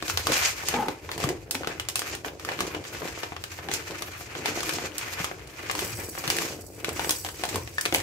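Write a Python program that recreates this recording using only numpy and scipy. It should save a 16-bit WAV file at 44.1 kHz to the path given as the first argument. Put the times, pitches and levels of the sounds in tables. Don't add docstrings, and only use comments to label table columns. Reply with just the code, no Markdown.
import sys
import numpy as np
from scipy import signal
from scipy.fft import rfft, irfft
from scipy.io import wavfile
from scipy.ndimage import uniform_filter1d

SR = 44100
rng = np.random.default_rng(int(sys.argv[2]) if len(sys.argv) > 2 else 0)


def gain_from_decibels(decibels):
    exponent = np.asarray(decibels, float) / 20
    return 10 ** exponent


def unload_wav(signal):
    wavfile.write(
        sys.argv[1],
        SR,
        np.round(np.clip(np.atleast_2d(signal).T, -1, 1) * 32767).astype(np.int16),
    )


N = 353682
T = np.arange(N) / SR


def evened(x):
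    return x / np.sqrt(np.mean(x ** 2) + 1e-20)


def read(points, hz):
    f, value = np.transpose(points)
    return np.interp(np.log(hz + 1), np.log(f + 1), value)


def add(mix, s, sound):
    part = mix[..., round(s * SR):][..., :sound.shape[-1]]
    part += sound[..., :part.shape[-1]]


def colour(x, points):
    below, above = (points[0][0] / 2, -60), (points[-1][0] * 2, -60)
    curve = [below] + list(points) + [above]
    hz = np.fft.rfftfreq(x.shape[-1], 1 / SR)
    return irfft(rfft(x) * gain_from_decibels(read(curve, hz)), x.shape[-1])


def ring(x, modes):
    return sum(gain_from_decibels(db) * signal.lfilter(*signal.iirpeak(hz, hz / width, SR), x) for hz, width, db in modes)


def clicks(per_s, spread_db):
    size = gain_from_decibels(spread_db * np.minimum(rng.exponential(1, (2, N)), 4))
    happens = rng.random((2, N)) < per_s / SR
    return size * rng.choice([-1., 1.], (2, N)) * happens


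def flicker(smooth_s):
    size = max(round(smooth_s * SR), 2)
    once = uniform_filter1d(rng.standard_normal(N), size)
    return evened(uniform_filter1d(once, size))


def apart(x, share):
    share = np.clip(share, 0, 1)
    return np.array([x[0], share * x[0] + np.sqrt(1 - share ** 2) * x[1]])


def swells(rows, rest_db):
    roundness = 1.14
    t, rows = T[::32], np.array(rows)
    peak_s, level_db, rise_s, fade_s = (rows[:, i:i + 1] for i in range(4))
    dt = t - peak_s
    away = np.where(dt < 0, -dt / abs(rise_s), dt / abs(fade_s))
    power = gain_from_decibels(2 * np.maximum(level_db - 10 * away ** roundness, -150))
    total = power.sum(0) + gain_from_decibels(2 * rest_db)
    blend = (power * rows[:, -1:]).sum(0) / total
    return np.interp(T, t, 10 * np.log10(total)), np.interp(T, t, blend)


# peak t/s, level/dB, rise/s, fade/s,
# brightness/dB
SQUEEZES = [(.005, -46, .03, 0.046, 3), (.1, -38.5, 0.043, 0.11, 4.5), (.37, -29, 0.077, 0.14, 4.5),
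            (.7, -37.5, 0.23, 0.18, -0.5), (1.25, -39.5, 0.13, 0.086, -0.5),
            (1.56, -45.5, 0.033, 0.1, 3), (1.7, -40.5, 0.038, 0.086, -4.5),
            (1.85, -54, 0.08, 0.023, -6), (1.97, -48.5, 0.021, 0.16, 15),
            (2.1, -43, 0.14, 0.11, -0.5), (2.26, -40, 0.016, 0.032, 5.5),
            (2.47, -41.5, 0.03, 0.25, -3), (2.66, -44.5, 0.26, 0.17, -0.5),
            (3.07, -41, 0.067, 0.041, 4.5), (3.24, -42, 0.59, 0.042, 0),
            (3.46, -51.5, 0.39, 0.62, 1),
            (3.74, -44, .02, 0.052, 14), (3.76, -43, 0.2, 1, 0.5), (4.02, -45, 0.015, 0.92, -2),
                    (4.328, -66, 0.041, 0.77, 3), (4.479, -40, 0.077, 0.11, 2),
                    (4.69, -39, 0.15, 0.24, 3.5), (4.991, -41, 0.039, 0.19, -2),
                    (5.2, -36.5, 0.13, 0.11, 1), (5.78, -40.5, 0.23, 1, -0.5), (6.3, -56, 0.054, 0.26, 6),
                    (6.459, -37.5, 0.27, 0.069, 4.5), (6.87, -39.5, 0.027, 0.11, -5),
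                    (6.99, -40.5, 0.049, 0.27, 0.5), (7.14, -63, 0.12, 0.17, 23),
                    (7.55, -40.5, 0.21, 0.084, 2), (7.85, -46, 0.097, 0.077, 5), (8.01, -43, 0.038, .1, -2)]
# middle t/s, level change/dB, half length/s
LULLS = [(2.213, -4, 0.028), (2.363, -7, 0.025), (2.805, -2.5, 0.027), (3.124, -5.5, 0.027),
         (6.014, -5.5, 0.09), (6.095, -10, 0.043), (6.698, -15.5, 0.1), (7.207, -6.5, 0.052),
         (7.319, -14, 0.024)]
# f/Hz, level/dB (per Hz)
WIDE_FOLDS = [(450, 4.5), (700, 8.5), (1400, 12.5), (2400, 13.5), (3300, 0), (4500, -9)]
# f/Hz, level/dB (per Hz)
FINE_CREASES = [(2400, -4), (3600, -5.5), (4600, -1), (6800, 0.5), (8500, -8)]
# f/Hz, level/dB (per Hz)
FIZZ = [(6500, -48), (8500, -7.5), (12500, 5.5), (16000, -5)]


def crinkle():
    level_db, bright_db = swells(SQUEEZES, -66)
    clumps = gain_from_decibels(1.11 * flicker(0.0057) + 2.7 * flicker(0.019))
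    creases = apart(clicks(4000, 3.2), 0.12) * clumps
    panels_hz = np.geomspace(600, 3000, 9)
    panels = sum(ring(apart(clicks(25, 3.7), 0.07), [(hz, hz / 6.9, 0)]) for hz in panels_hz)
    folds = evened(colour(creases, WIDE_FOLDS)) + gain_from_decibels(-9.0) * evened(panels)
    fine = evened(colour(creases, FINE_CREASES)) * gain_from_decibels(bright_db - 3.0)
    fizz = evened(colour(creases, FIZZ)) * gain_from_decibels(1.05 * bright_db - 11.0)
    drift_db = 2.5
    film = sum(gain_from_decibels(drift_db * flicker(0.03)) * layer for layer in (folds, fine, fizz))
    t = T[::32]
    still_db = sum(db * np.exp(-((t - s) / half_s) ** 4) for s, db, half_s in LULLS)
    return gain_from_decibels(level_db + np.interp(T, t, still_db) + 0.62) * film


# t/s, level/dB, f/Hz, brightness/dB (from the peak)
CRACKS = [(0.098, -7.5, 1400, -18), (.173, -7.5, 4140, -15), (0.685, -3.5, 7000, -7),
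          (1.178, -16.5, 1000, -12), (1.289, -14, 2000, -15), (1.509, -12, 4060, -3), (1.546, -17, 890, -5),
          (1.886, -12.5, 6600, -9.5), (1.956, -4, 2630, -10), (1.992, -12.5, 5700, -6),
          (2.149, -20.5, 1900, -12), (2.605, -11, 1150, -15), (3.737, -12, 5800, -3),
          (4.631, -17.5, 1180, -6), (4.735, -19, 5100, -8), (4.981, -10, 7200, -1.5),
          (5.243, -12, 1260, -16), (5.712, -10.5, 2030, -7), (6.276, -11.5, 1650, -20),
          (6.301, -7, 4350, -13), (6.366, -11, 1950, -1), (7.093, -6.5, 5340, -12.5),
          (7.107, -4.5, 6600, -2), (7.557, -10.5, 1070, -4), (7.81, -13, 7260, -1), (7.941, -7.5, 4500, 29),
          (7.958, -14, 620, 8), (7.983, -19, 2420, -8)]
# t/s, level/dB, f/Hz, knock in the bag/dB (from the peak)
JOLTS = [(0.024, -14.5, 1150, 9.5), (.319, -10.5, 5200, -13), (0.635, -22.5, 1120, 5),
         (0.74, -16.5, 830, -1), (.883, -12.5, 874, 6), (1.09, -22.5, 1230, 4), (1.239, -8, 1170, 5),
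         (1.672, -13.5, 1390, 12), (2.018, -13.5, 1230, 3), (2.246, -19, 2240, -2), (2.59, -16.5, 2310, 6),
         (3.019, -22.5, 1160, 8), (3.175, -30, 1850, 20), (3.232, -16, 930, 5.5), (3.32, -25, 2340, 17.5),
         (3.588, -24.5, 1850, 1), (4.209, -29, 1200, 13.5), (4.457, -12, 2220, -25), (4.573, -28, 534, 27),
         (4.784, -17, 2100, 9.5), (4.85, -27, 725, -4), (5.313, -21.5, 2100, 12), (6.151, -24, 1110, 5),
         (6.177, -23.5, 2140, 9), (6.385, -11.5, 2270, 1), (6.994, -13.5, 905, -18), (7.436, -11, 735, -27),
         (7.858, -11.5, 2330, 8), (7.924, -12, 2180, 12)]
# t/s, level/dB, f/Hz
TICKS = [(.08, -18, 1450), (.269, -1.5, 1170), (1.115, -18.5, 1950), (1.551, -11, 2280), (1.797, -16, 2920),
         (2.448, -21, 1210), (1.201, -18.5, 690), (3.438, -20, 2600), (3.714, -11.5, 2000),
         (4.021, -16.5, 1140), (4.604, -19, 2320), (5.751, -14.5, 1020), (5.791, -12, 3050),
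         (6.845, -10.5, 2240), (6.89, -16.5, 1230), (7.12, -28, 830), (7.247, -16.5, 796),
         (7.489, -18.5, 1930), (7.544, -22, 800), (7.853, -10.5, 2270), (7.9461, -2.5, 2260),
         (4.692, -12, 2980)]
# t/s, level/dB, f/Hz
FLOPS = [(1.633, -22, 1470), (1.645, -20.5, 2360), (2.282, -18, 2830), (2.488, -15, 1710),
         (2.517, -20.5, 2200), (2.747, -21.5, 2850), (2.948, -28.5, 1580), (3.075, -22, 2840),
         (3.364, -20.5, 1160), (3.686, -20, 814), (4.082, -27, 1590), (4.351, -22.5, 1640),
         (5.199, -23, 720), (5.697, -14, 1140), (6.239, -18, 1750), (7.045, -16, 2260)]
# t/s, level/dB, f/Hz
PINGS = [
    (7.782, -12.5, 1737),
]
# t/s, level/dB, f/Hz, brightness/dB (from the peak)
SNICKS = [(1.85, -30, 2630, -25), (1.898, -23, 5990, -16), (2.396, -26, 1220, -17), (2.667, -23, 1020, -15),
          (2.84, -27.5, 2590, -21), (2.85, -26, 1060, -29), (2.896, -35, 1560, -22),
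          (2.929, -28, 1580, -26), (2.999, -31, 1100, -18), (3.265, -31, 1620, -26),
          (3.653, -38, 2040, -18), (3.908, -21.5, 2700, -22), (4.136, -32, 2040, -20),
          (4.389, -27, 1880, -16), (4.914, -37.5, 2070, -20), (5.129, -35, 1680, -14),
          (5.394, -27.5, 1270, -24), (5.473, -30, 7810, -11), (5.539, -40, 2150, -18),
          (5.629, -26, 2140, -14), (6.039, -31, 7790, -16), (6.42, -11, 1142, -14), (7.263, -20, 1240, -19),
          (7.287, -21, 6200, -22), (7.343, -30, 1230, -18), (7.394, -29, 2050, -16),
          (7.452, -14.5, 853, -10), (7.674, -24, 2120, -25), (7.992, -19, 2050, -22),
          (8.001, -15.5, 2410, -21)]


def creases_popped():
    ping_db, clear_ping_db = -9, 1
    tick_knock_db, tick_bright_db = -25, -17.5
    pops = [(s, db, hz, -54, bright_db, ping_db) for s, db, hz, bright_db in CRACKS]
    pops += [(s, db, hz, knock_db, 8.5 + 2.53 * db, ping_db) for s, db, hz, knock_db in JOLTS]
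    pops += [(s, db, hz, tick_knock_db, tick_bright_db, ping_db) for s, db, hz in TICKS]
    pops += [(s, db, hz, -42, -31.5, ping_db) for s, db, hz in FLOPS]
    pops += [(s, db, hz, tick_knock_db, tick_bright_db, clear_ping_db) for s, db, hz in PINGS]
    pops += [(s, db - 3, hz, -26, bright_db, ping_db) for s, db, hz, bright_db in SNICKS]
    return pops


# f/Hz, width/Hz, level/dB
BAG = [(168, 29, 0), (250, 190, -23), (329.4, 39.4, 7.5), (360, 204, -5.5), (486, 300, -4)]


def snaps():
    pops, t = creases_popped(), np.arange(1024) / SR
    out, knocks = np.zeros((2, N)), np.zeros(N)
    noise = rng.standard_normal((len(pops), 2, 2, 1024))
    chance = (np.arange(len(pops))[:, None] * [0.618, 0.415]) % 1
    rise = np.minimum(t / 0.00014, 1)
    for pop_row, (burst, rustle), (lag, tear) in zip(pops, noise, chance):
        s, db, hz, knock_db, bright_db, ping_db = pop_row
        tone = [(400, -3.5), (1200, -1.0), (3500, 0.34 * bright_db + 4.0),
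                (9000, bright_db + 8.0), (16500, bright_db - 0.5)]
        tear_s = 0.0004 + 0.0012 * tear
        ticks = apart(burst * abs(burst) ** 0.84 * rise * np.exp(-t / tear_s), 0.76)
        spike = 3.5 * gain_from_decibels(0.7 * (db + 14)) * (np.arange(1024) == 6)
        after = 0.77 * rustle * rise * np.exp(-t / 0.0055)
        crack = colour(ticks + spike + after, tone)
        ping_fade = np.exp(-np.pi * hz / 8.3 * gain_from_decibels(-ping_db - 10) * t)
        ping = rise * ping_fade * np.sin(2 * np.pi * hz * t)
        pop = np.roll(crack / abs(crack.mean(0)).max() + gain_from_decibels(ping_db) * ping, 44, axis=1)
        pop[1] = np.roll(pop[1], round(2 + 8 * lag))
        add(out, s - 0.0002, gain_from_decibels(db - 2.0) * pop / abs(pop.mean(0)).max())
        add(knocks, s + 0.00196, gain_from_decibels(db + knock_db + 11.0) * np.hanning(24) / 12)
    return out + ring(knocks, BAG + [(690, 47, 0.47)])


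# peak t/s, level/dB, rise/s, fade/s
SLUMPS = [(.05, -43.5, 0.025, 0.22), (.29, -30.5, 0.022, 0.096), (.78, -33.5, 0.13, 0.093),
          (.89, -29.5, .02, 0.023), (1.3, -32.5, 0.15, 0.045), (1.67, -38.5, 0.18, 0.12),
          (2.14, -40, 0.15, 0.043), (2.26, -38, 0.035, 0.085), (2.5, -35, 0.057, 0.065),
          (2.6, -27.5, 0.013, 0.06), (2.77, -33, 0.065, 0.049), (2.93, -37.5, 0.032, 0.038),
          (3.02, -34, 0.015, 0.093), (3.73, -37.5, 0.099, 0.058), (3.93, -38, 0.056, 0.024),
          (4.0, -39.5, 0.023, 0.068), (4.36, -38.5, 0.011, 1), (4.84, -38, 0.34, 0.024),
          (5.01, -52, 0.026, 0.58), (5.83, -32.5, 0.11, 0.051), (6.01, -38, 0.062, 0.071),
          (6.36, -34, 0.18, 0.2), (6.88, -31, 0.031, 0.025), (7.06, -37.5, 0.23, 0.099),
          (7.28, -38.5, 0.022, 0.01), (7.46, -38.5, 0.1, 0.047), (7.57, -28.5, 0.056, 0.019),
          (7.86, -39, 0.026, 0.017), (7.93, -28.5, 0.0039, 0.063)]


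def grain_mass():
    slumps = gain_from_decibels(2.5 * flicker(0.008))
    thuds = apart(clicks(350, 3.45), 0.97) * slumps
    soft = signal.lfilter(*signal.butter(2, 750, fs=SR), thuds)
    return gain_from_decibels(swells(SLUMPS, -57)[0] - 0.5) * evened(ring(soft, BAG))


# t/s, level/dB, f/Hz
THUMPS = [
    (1.243, -15, 135),
    (1.271, -20.5, 299),
    (1.297, -22, 351),
    (1.552, -29, 268),
    (2.584, -38, 316),
    (3.029, -35, 153),
    (5.201, -25.5, 162),
    (6.276, -24.5, 151),
]


def thumps():
    out, t = np.zeros(N), np.arange(SR // 8) / SR
    fade_s_per_khz = 0.058
    for s, db, hz in THUMPS:
        push = np.minimum(t / 0.0037, 1)
        fade = np.exp(-t / (fade_s_per_khz * hz / 1000))
        add(out, s, gain_from_decibels(db) * push * fade * np.sin(2 * np.pi * hz * t))
    return out


# t/s, level/dB
POUR = [
    (5.72, -52),
    (5.88, -52.5),
    (6.61, -65),
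    (6.84, -63),
    (6.91, -62),
    (7.05, -47.5),
    (7.41, -61),
    (7.81, -64),
    (8.0, -57),
]
# t/s, level/dB
SPURTS = [(5.8002, -25), (5.874, -36), (5.9718, -33), (5.9994, -31), (6.0394, -36), (6.0916, -30),
          (6.1823, -24.5), (6.6074, -31), (6.6463, -42), (6.665, -38), (6.6864, -45.5), (6.7226, -50.5),
          (6.7476, -39), (6.8024, -42), (6.9301, -32), (7.1616, -31), (7.1816, -36), (7.1994, -32),
          (7.2894, -42), (7.3894, -38), (7.4894, -31), (7.7468, -36)]
# f/Hz, width/Hz, level/dB
CUP = [(4870, 300, 6.5), (5740, 380, 7.5), (6770, 140, 8), (7930, 250, 9.5), (10900, 210, 5),
       (11400, 200, -3), (11950, 200, 4), (13900, 300, 4), (15500, 300, -2)]


def rice():
    pour_s, pour_db = np.transpose(POUR)
    level_db = np.interp(T, pour_s, pour_db)
    on = np.interp(T, [POUR[0][0], POUR[0][0] + 0.073], [0, 1])
    spurt_rows = [(s, db - 6.5, 0.0015, 0.011) for s, db in SPURTS]
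    spurts_db = swells(spurt_rows, -90)[0]
    flow = np.hypot(gain_from_decibels(level_db + 11) * on, gain_from_decibels(spurts_db))
    ticks = apart(clicks(2200, 4), 0.15) * gain_from_decibels(2 * flicker(0.006))
    bare = colour(ticks, [(4500, -14), (8000, 17), (16000, 9.0)])
    wander_db = 3
    wall = sum(gain_from_decibels(wander_db * flicker(0.0099)) * ring(ticks, [mode]) for mode in CUP)
    no_lows = signal.butter(4, 4300, "high", fs=SR, output="sos")
    return flow * evened(signal.sosfilt(no_lows, wall + 0.18 * bare))


# peak t/s, level/dB, rise/s, fade/s
DRAG_JERKS = [
    (.744, -23, 0.0045, 0.036),
    (.773, -27.5, 0.0056, .012),
    (.79, -26, 0.0068, 0.015),
    (.808, -25.5, 0.01, 0.017),
    (.833, -23.5, .014, 0.0068),
    (.862, -32, 0.011, 0.0083),
]
# f/Hz, width/Hz, level/dB
COUNTER = [(246, 19, 1), (480, 17, 0), (838, 66, 2), (1230, 12, 0.5)]


def drag():
    slips = clicks(1444, 1.2)[0] * gain_from_decibels(1.3 * flicker(0.0057))
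    squeak_hz = 851 * (1 + 0.055 * flicker(0.00586))
    squeak = np.sin(2 * np.pi * np.cumsum(squeak_hz) / SR)
    squeak_db = -1 + 2 * flicker(0.0017)
    rub = evened(ring(slips, COUNTER)) + gain_from_decibels(squeak_db) * squeak
    return gain_from_decibels(swells(DRAG_JERKS, -120)[0]) * evened(rub)


# f/Hz, likeness (1 = same)
SAME = [(60, 0.98), (250, 0.92), (700, 0.23), (2000, 0.016), (16000, 0.037)]
# f/Hz, time to fall 60 dB/s
ECHO_TIMES = [(200, 0.26), (700, 0.31), (2000, .22), (6000, 0.23), (14000, 0.17)]


def kitchen(x):
    taps = np.zeros((2, SR // 2))
    at = np.arange(120, SR // 2 - 20, 20)
    at = at + rng.integers(0, 20, (2, len(at)))
    np.put_along_axis(taps, at, rng.choice([-1., 1.], at.shape), 1)
    hz, t, z = signal.stft(taps, SR, nperseg=256)
    z = apart(z, read(SAME, hz)[:, None])
    fade = gain_from_decibels(-60 * t / read(ECHO_TIMES, hz)[:, None])
    tail = signal.istft(z * fade, SR, nperseg=256)[1]
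    return signal.fftconvolve(x, tail / np.linalg.norm(tail[0]), axes=1)[:, :N]


# f/Hz, level/dB (per Hz)
HUM = [(30, -64), (48, -13.5), (65, -6), (92, -2.5), (130, -9), (200, -15.5), (330, 9), (600, 10),
       (1200, -30), (2300, -68), (4000, -10), (8000, -13), (16000, -18)]
# peak t/s, level/dB
RUMBLE_SWELLS = [
    (.15, -39.5),
    (3.88, -57),
    (5.83, -36),
    (6.92, -42),
    (7.55, -44),
    (7.98, -38),
]


def air():
    frames, hz = N // 256 + 5, np.fft.rfftfreq(1024, 1 / SR)
    a, b, c, d, patches = rng.standard_normal((frames, 513, 5)).T
    patches = evened(uniform_filter1d(uniform_filter1d(patches, 10, 0), 12, 1))
    z = apart([a + 1j * b, c + 1j * d], read(SAME, hz)[:, None]) * gain_from_decibels(1.6 * patches)
    noise = colour(signal.istft(z, nperseg=1024, noverlap=768)[1][:, :N], HUM)
    rumble = signal.sosfilt(signal.butter(4, 150, fs=SR, output="sos"), noise)
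    hiss = signal.sosfilt(signal.butter(4, 150, "high", fs=SR, output="sos"), noise)
    rumble_rows = [(s, db, 0.057, 0.23) for s, db in RUMBLE_SWELLS]
    rumble_db = swells(rumble_rows, -48.5)[0]
    return gain_from_decibels(rumble_db) * evened(rumble) + gain_from_decibels(-56) * evened(hiss)


def scene():
    pops = snaps()
    near = crinkle() + grain_mass() + thumps() + rice() + drag()
    echoes = kitchen(gain_from_decibels(-6.5) * pops + gain_from_decibels(-8.5) * near)
    return pops + near + echoes + air()


def low_pass(x):
    return signal.sosfilt(signal.butter(12, 16970, fs=SR, output="sos"), x)


# f/Hz, left minus right level/dB
SIDES = [(60, 0.5), (150, 3), (380, 0), (950, 2.5), (2380, 2.5), (5980, -3), (15000, 3)]


def record(dry):
    lean_db = read(SIDES, np.fft.rfftfreq(N, 1 / SR)) / 2
    heard = irfft(rfft(dry) * gain_from_decibels(np.array([lean_db, -lean_db])), N)
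    heard = 0.8 * np.tanh(heard / 0.8)
    treble_cut = signal.firwin(511, 15750, window=("kaiser", 6), fs=SR)
    mix = signal.oaconvolve(heard, treble_cut[None], "same")
    return low_pass(mix)


dry = scene()
out = record(dry)
unload_wav(out)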